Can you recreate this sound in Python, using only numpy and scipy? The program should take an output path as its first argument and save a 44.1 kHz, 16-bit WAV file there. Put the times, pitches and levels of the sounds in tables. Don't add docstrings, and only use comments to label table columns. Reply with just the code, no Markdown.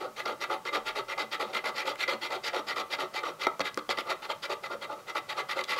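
import sys
import numpy as np
from scipy import signal
from scipy.fft import rfft, irfft
from scipy.io import wavfile
from scipy.ndimage import uniform_filter1d

SR = 44100
rng = np.random.default_rng(int(sys.argv[2]) if len(sys.argv) > 2 else 0)


def wrap_up_sound(samples):
    columns = np.atleast_2d(samples).T
    tamed = np.clip(columns, -1, 1)
    steps = np.round(tamed * 32767).astype(np.int16)
    wavfile.write(sys.argv[1], SR, steps)


def volts_from_db(level):
    exponent = np.asarray(level, float) / 20
    return 10 ** exponent


N = 255720


def colour(x, spectrum):
    hz, db = np.transpose(spectrum)
    f = np.fft.rfftfreq(len(x), 1 / SR) + 1
    gain = volts_from_db(np.interp(np.log(f), np.log(hz), db))
    return irfft(rfft(x) * gain, len(x))


def unit(x):
    return x / np.sqrt(np.sum(x ** 2))


def ring(modes, senses):
    t = np.arange(SR // 5) / SR
    out = np.zeros(len(t))
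    for sense, (hz, width_hz, db) in zip(senses, modes):
        decay = np.exp(-np.pi * width_hz * t)
        out += sense * volts_from_db(db) * np.sqrt(width_hz) * decay * np.sin(2 * np.pi * hz * t)
    return unit(out)


def walk(rate_hz):
    k = int(SR / rate_hz)
    held = np.repeat(rng.standard_normal(N // k + 1), k)
    return 1.21 * uniform_filter1d(uniform_filter1d(held, k), k)[:N]


def slips(scatter_db):
    x = rng.standard_normal(N) * volts_from_db(scatter_db * rng.exponential(size=N).clip(0, 5))
    return x / x.std()


# start t/s, length/s, lid level/dB, brightness/dB (edge and grit re lid), catch/dB
PUSHES = [(0.1602, 0.05, -41.5, -1.5, -11), (0.4033, 0.042, -37, -2.5, 1), (0.65, 0.039, -41.5, -1.5, 11),
          (0.8526, 0.048, -37.5, -2, 3), (1.0811, 0.045, -39.5, -1.5, 5), (1.3122, 0.041, -41, 1, 9),
          (1.5298, 0.05, -38.5, -0.6, 7), (1.7484, 0.066, -41, 0.5, 2), (1.9827, 0.054, -41, 4, 0.0),
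          (2.2109, 0.056, -40, -0.5, -3), (2.4352, 0.054, -40.5, 2.5, 0.0), (2.6678, 0.054, -38.5, -2, 7),
          (2.9003, 0.05, -38, -2.2, 0.0), (3.1354, 0.056, -38, -2.5, 0.0), (3.3943, 0.056, -39, -3, 4)]
PULLS = [(-0.01, 0.058, -39, -12, 0.0), (0.2529, 0.056, -35.5, -8, 7.5), (0.496, 0.046, -34, -9.5, 6),
         (0.724, 0.042, -31.5, -6, -8), (0.9501, 0.04, -33.5, -6, -2.5), (1.1768, 0.044, -34.5, -4.5, 5.5),
         (1.3949, 0.037, -32.5, -6.5, 6.5), (1.447, 0.056, -46.5, -8.5, -6), (1.6402, 0.047, -35, -4.5, 3),
         (1.8527, 0.051, -33, -5.6, 0.0), (2.0767, 0.051, -33.5, -5, 5), (2.3024, 0.05, -34.5, -6, 4),
         (2.5296, 0.052, -33.5, -8, 10), (2.759, 0.046, -33.5, -5.5, 7), (2.984, 0.049, -35, -6.5, 6.5),
         (3.231, 0.06, -38, -7.5, 11)]
QUICK_PUSHES = [(3.6417, 0.04, -41, 1.5, 3), (3.891, 0.033, -37.5, 1, 9), (4.088, 0.038, -36.5, -3, -10),
                (4.2183, 0.038, -42, -1.5, -2), (4.4217, 0.036, -42.5, 2.5, -9),
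                (4.629, 0.035, -41, -4, -4), (4.8104, 0.038, -41, -4.5, 10), (5.0665, 0.042, -43.0, -4, -4),
                (5.2845, 0.039, -41, 0.9, 4), (5.4864, 0.044, -42, 3, 5), (5.6781, 0.06, -41, 3.5, 7)]
QUICK_PULLS = [(3.604, 0.011, -38, 1.5, -8), (3.779, 0.013, -44, -6, 7), (3.9709, 0.035, -37.5, -4, 5),
               (4.058, 0.048, -40, -12.5, 2), (4.2913, 0.028, -33.5, -7, 0.0),
               (4.4941, 0.038, -34.5, -9, 6), (4.7025, 0.037, -36, -13.5, 0.0),
               (4.8914, 0.046, -40.5, -18, 0.0), (4.96, 0.048, -51.5, -16.5, -7),
               (5.1499, 0.033, -34.5, -6.5, 5.5), (5.3643, 0.045, -35.5, -7, -1),
               (5.5605, 0.047, -35, -7, 2), (5.7599, 0.062, -33.5, -6.5, 6.5)]
# peak, rise, fall [shares of length], level/dB re stroke
PUSH_SHAPE = [(0.62, 0.58, 0.43, 4.5), (0.52, 0.65, 0.85, -2), (0.83, 0.67, 0.38, 7),
              (.55, 0.48, 0.58, 2.5)]
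PULL_SHAPE = [(0.42, 0.52, 0.94, 1.5), (0.69, 0.87, 0.81, -3), (0.32, 0.3, 0.88, 3), (0.44, 0.32, 0.85, 1)]
QUICK_PUSH_SHAPE = [(0.63, 0.62, 0.48, 5), (0.63, 0.83, 0.82, -2.5), (0.66, .55, 0.53, 4.5),
                    (0.59, 0.51, 0.54, 2.5)]
QUICK_PULL_SHAPE = [(0.54, 0.72, 0.57, 2), (0.5, 0.78, 1, -6), (0.69, 0.42, 0.48, 7), (0.74, 0.68, 0.44, 3)]
PUSH_BITE_DB = (3, -2, -6, -8)
PULL_BITE_DB = (9, 1.5, 6, 1)


def strokes():
    for rows, shape, bite_db in ((PUSHES, PUSH_SHAPE, PUSH_BITE_DB),
                                 (PULLS, PULL_SHAPE, PULL_BITE_DB),
                                 (QUICK_PUSHES, QUICK_PUSH_SHAPE, PUSH_BITE_DB),
                                 (QUICK_PULLS, QUICK_PULL_SHAPE, PULL_BITE_DB)):
        for start_s, length_s, db, bright_db, catch_db in rows:
            parts_db = db + bright_db * np.array([0, -0.31, 1.07, 0.94])
            yield start_s, length_s, parts_db, np.array(shape), np.array(bite_db) + catch_db


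def pressure(squareness=3.07):
    t, power = np.arange(N) / SR, np.zeros((4, N))
    for start_s, length_s, parts_db, shape, _ in strokes():
        near = slice(max(int((start_s - .1) * SR), 0), int((start_s + .2) * SR))
        peak, rise, fall, db = shape.T[:, :, None]
        u = (t[near] - start_s) / length_s - peak
        swell = np.exp(-np.abs(u / np.where(u < 0, rise, fall)) ** squareness)
        power[:, near] += (volts_from_db(parts_db[:, None] + db) * swell) ** 2
    return np.sqrt(power)


def bites(t60_s=0.025, rise_s=0.0017, stick_s=0.0028, stick_db=-9):
    jolts, free = np.zeros((4, N + SR)), np.ones(N)
    t = np.arange(SR // 10) / SR
    jolt = volts_from_db(-60 * t / t60_s) * (1 - np.exp(-t / rise_s))
    hold = np.linspace(1, volts_from_db(stick_db), int(stick_s * SR))
    for start_s, _, parts_db, _, bite_db in strokes():
        i = int(start_s * SR)
        if i > len(hold):
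            jolts[:, i:i + len(t)] += volts_from_db(parts_db + bite_db + 2.5)[:, None] * jolt
            free[i - len(hold):i] = hold
    return jolts[:, :N], free


def ring_panel(drive, modes, wander_db):
    weights = unit(np.array([volts_from_db(db) for _, _, db in modes]))
    out = np.zeros(N)
    for i, (weight, mode) in enumerate(zip(weights, modes)):
        wander = volts_from_db(wander_db * (walk(28) - 0.06 * wander_db))
        out += weight * signal.oaconvolve(drive * wander, ring([mode], [(-1.) ** i]))[:N]
    return out


# f/Hz, level/dB per Hz
FINE = [(4000, -33), (6000, -2.5), (9000, -5.5), (12500, -10.5), (16000, -18)]


def fine_crackle(grit, level_db=-21.5, ref_db=-37.5, power=0.34):
    speed = np.sqrt(uniform_filter1d(grit ** 2, size=700) + 1e-14) / volts_from_db(ref_db)
    pulse = unit(np.roll(colour(signal.unit_impulse(512), FINE), 64))
    crackle = grit * np.sign(rng.standard_normal(N)) * speed ** power
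    return volts_from_db(level_db) * signal.oaconvolve(crackle, pulse)[64:N + 64]


# f/Hz, width/Hz, level/dB
LID = [(860, 38, -4.5), (916, 45, -7), (1000, 75, -10), (1066, 55, -8.5), (1137, 52, -1), (1189, 58, 0),
       (1278, 60, -1), (1345, 65, -3), (1430, 75, -9)]
CAVITY = [(217, 3.4, -18), (300, 28.7, -7.5), (377.4, 41.6, -2.5), (475.3, 40, 0), (551, 58, 1),
          (605.4, 36, 1.5), (662, 51, -6), (764, 32, -5)]
EDGE = [(1667, 110, -13), (1964, 110, -4), (2057, 99, 0.5), (2181, 80, -10), (2334, 66, -7.5),
        (2520, 330, -11.5)]
COIN = [(3313, 67, 2.5), (3780, 32, -1.5), (4339, 106, 1), (4816, 470, 3.5), (5616, 53, -4.5),
        (6180, 170, -11), (7506, 110, -12.5), (11030, 450, -15)]
# f/Hz, level/dB per Hz
GRIT = [(1000, -27), (1600, -3), (2600, -1), (4500, -3.5), (5300, -45), (6500, -17), (9000, -28),
        (12500, -25), (16000, -38)]


def scrape():
    judder = volts_from_db(0.8 * walk(90) + 2.4 * walk(500))
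    judder /= np.sqrt(np.mean(judder ** 2))
    jolts, free = bites()
    force = np.hypot(pressure() * free, jolts) * judder
    common = slips(3.06)
    noise = np.array([0.71 * common + 0.84 * slips(2.26) for _ in force])
    lid, cavity, edge, grit = force * noise
    panels = ring_panel(lid, LID, 1.66) + ring_panel(cavity, CAVITY, 1.8) + ring_panel(edge, EDGE, 2.1)
    coin = volts_from_db(-4.0) * ring_panel(grit, COIN, 3.1)
    pulse = unit(np.roll(colour(signal.unit_impulse(2048), GRIT), 128))
    crackle = volts_from_db(-1.0) * signal.fftconvolve(grit, pulse)[:N]
    return panels + coin + crackle + fine_crackle(grit)


# f/Hz, level/dB per Hz
HISS = [(20, -21), (36, -9.5), (50, -15), (80, -15.5), (125, -1.5), (200, -4.5), (300, -7), (1370, -8.5),
        (1600, -12), (2900, -16), (5400, -17), (10000, -22), (16000, -25)]


def hiss(level_db=-56, rumble_db=-63, rumble_hz=36):
    x = colour(rng.standard_normal(N), HISS)
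    t = np.arange(N) / SR
    swell = np.exp(-((t - .95) / 0.17) ** 2)
    rumble = volts_from_db(rumble_db) * swell * np.sin(2 * np.pi * rumble_hz * t)
    return volts_from_db(level_db) * x / x.std() + rumble


# t/s, peak level/dB, f/Hz
THUMPS = [(0.041, -59, 227), (0.284, -46, 225), (0.577, -51.5, 221), (0.774, -48, 217), (1.009, -52.5, 124),
          (1.232, -46.5, 218), (1.457, -47, 208), (1.55, -46, 228), (1.684, -50, 220), (1.859, -57, 213),
          (1.999, -67, 126), (2.14, -41.5, 225), (2.349, -65, 131), (2.796, -49.5, 210), (3.025, -51, 153),
          (3.309, -56, 160), (3.594, -42.5, 187), (3.598, -50.5, 85.5), (3.89, -55, 86), (3.606, -41, 287),
          (3.776, -39, 300), (3.768, -43.5, 224), (3.884, -43, 230), (3.977, -48, 226), (4.339, -62, 226),
          (4.735, -54, 216), (5.421, -57, 139), (5.697, -51.5, 198)]


def thumps(rise_s=0.0055, t60_s=0.17):
    out, t = np.zeros(N + SR), np.arange(SR // 4) / SR
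    for start_s, db, hz in THUMPS:
        envelope = (1 - np.exp(-t / rise_s)) * volts_from_db(db + 3.0 - 60 * t / t60_s)
        i = int(start_s * SR)
        out[i:i + len(t)] += envelope * np.sin(2 * np.pi * hz * t)
    return out[:N]


# t/s, lid peak level/dB, then cavity, edge, coin level/dB re lid
KNOCKS = [(0.2585, -17, 0, -7, 3), (0.7542, -23.5, -21, 10.5, -13), (1.958, -48.5, 1, 23.5, -5),
          (3.468, -3, -3.5, -3.5, -9), (3.5949, -14, -0.5, -19, -11), (3.6043, -11.5, 0, -0.5, 0.5),
          (3.7746, -8, -1.5, -8.5, -9.5), (3.891, -17.5, 5.5, 0, 6.5), (3.9852, -13, -4, -4, 0),
          (5.4038, -26.5, -7, 6, -2)]


def knocks(crack_db=9, crack_s=.004, rise_s=0.00075, contact_s=.000035):
    out, parts = np.zeros(N + SR), (LID, CAVITY, EDGE, COIN)
    t = np.arange(SR // 5) / SR
    flex = (1 + volts_from_db(crack_db) * np.exp(-t / crack_s)) * (1 - np.exp(-t / rise_s))
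    push = np.exp(-np.arange(SR // 200) / SR / contact_s)
    push /= push.sum()
    spots = rng.standard_normal(size=(len(KNOCKS), 4, 9)) + 0.36
    for (start_s, db, *above_db), spot in zip(KNOCKS, spots):
        blow = np.zeros(len(t))
        for modes, g, part_db in zip(parts, spot, (0, *above_db)):
            r = flex * ring(modes, np.sign(g) * (.5 + np.abs(g)))
            blow += volts_from_db(db - 10.5 + part_db) * r / np.abs(r).max()
        blow = np.convolve(blow, push)
        i = int(start_s * SR)
        out[i:i + len(blow)] += blow
    return out[:N]


# t/s, peak level/dB, centre f/Hz, length/ms
TICKS = [(1.957, -32, 2400, 1.4), (3.468, -49, 7000, .9), (3.4685, -21, 760, 8.8), (3.7746, -28, 4500, .8),
         (3.5947, -28, 4670, 1.7), (3.744, -29.5, 4600, 1.3), (5.6386, -27.5, 3450, 2.1),
         (5.6415, -26.5, 3250, 2), (5.6514, -37, 3900, 1.4)]


def ticks():
    out, t = np.zeros(N), np.arange(1200) / SR
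    for start_s, db, hz, ms in TICKS:
        band = [(hz / 4, -30), (hz / 2, -10), (hz, 0), (hz * 1.37, -4), (hz * 2.0, -14), (hz * 5.7, -34)]
        burst = colour(rng.standard_normal(len(t)), band) * np.exp(-1000 * t / ms)
        i = int(start_s * SR)
        out[i:i + len(t)] += volts_from_db(db) * burst / np.abs(burst).max()
    return out


def radiate(x, hz=270):
    return signal.sosfilt(signal.butter(3, hz, "high", fs=SR, output="sos"), x)


# f/Hz, level/dB per Hz
ROOM = [(100, -28), (300, -1), (1400, 6), (2000, -1.5), (3500, 0.5), (6000, -14), (16000, -22)]


def room(x, t60_s=.28, wet_db=-10, gap_s=0.001):
    t = np.arange(SR // 2) / SR
    tail = unit(rng.standard_normal(len(t)) * volts_from_db(-60 * t / t60_s) * np.clip(t / gap_s, 0, 1))
    return x + volts_from_db(wet_db) * signal.fftconvolve(x, colour(tail, ROOM))[:N]


def scene():
    box = radiate(scrape() + knocks() + ticks()) + thumps()
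    return (room(box) + hiss())[None]


def top_cut(x):
    return signal.sosfilt(signal.butter(12, 16530, fs=SR, output="sos"), x)


def record(dry, top_hz=15740):
    low_pass = signal.ellip(10, .2, 60, top_hz, fs=SR, output="sos")
    mix = signal.sosfilt(low_pass, dry)
    return top_cut(mix)


dry = scene()
out = record(dry)
wrap_up_sound(out)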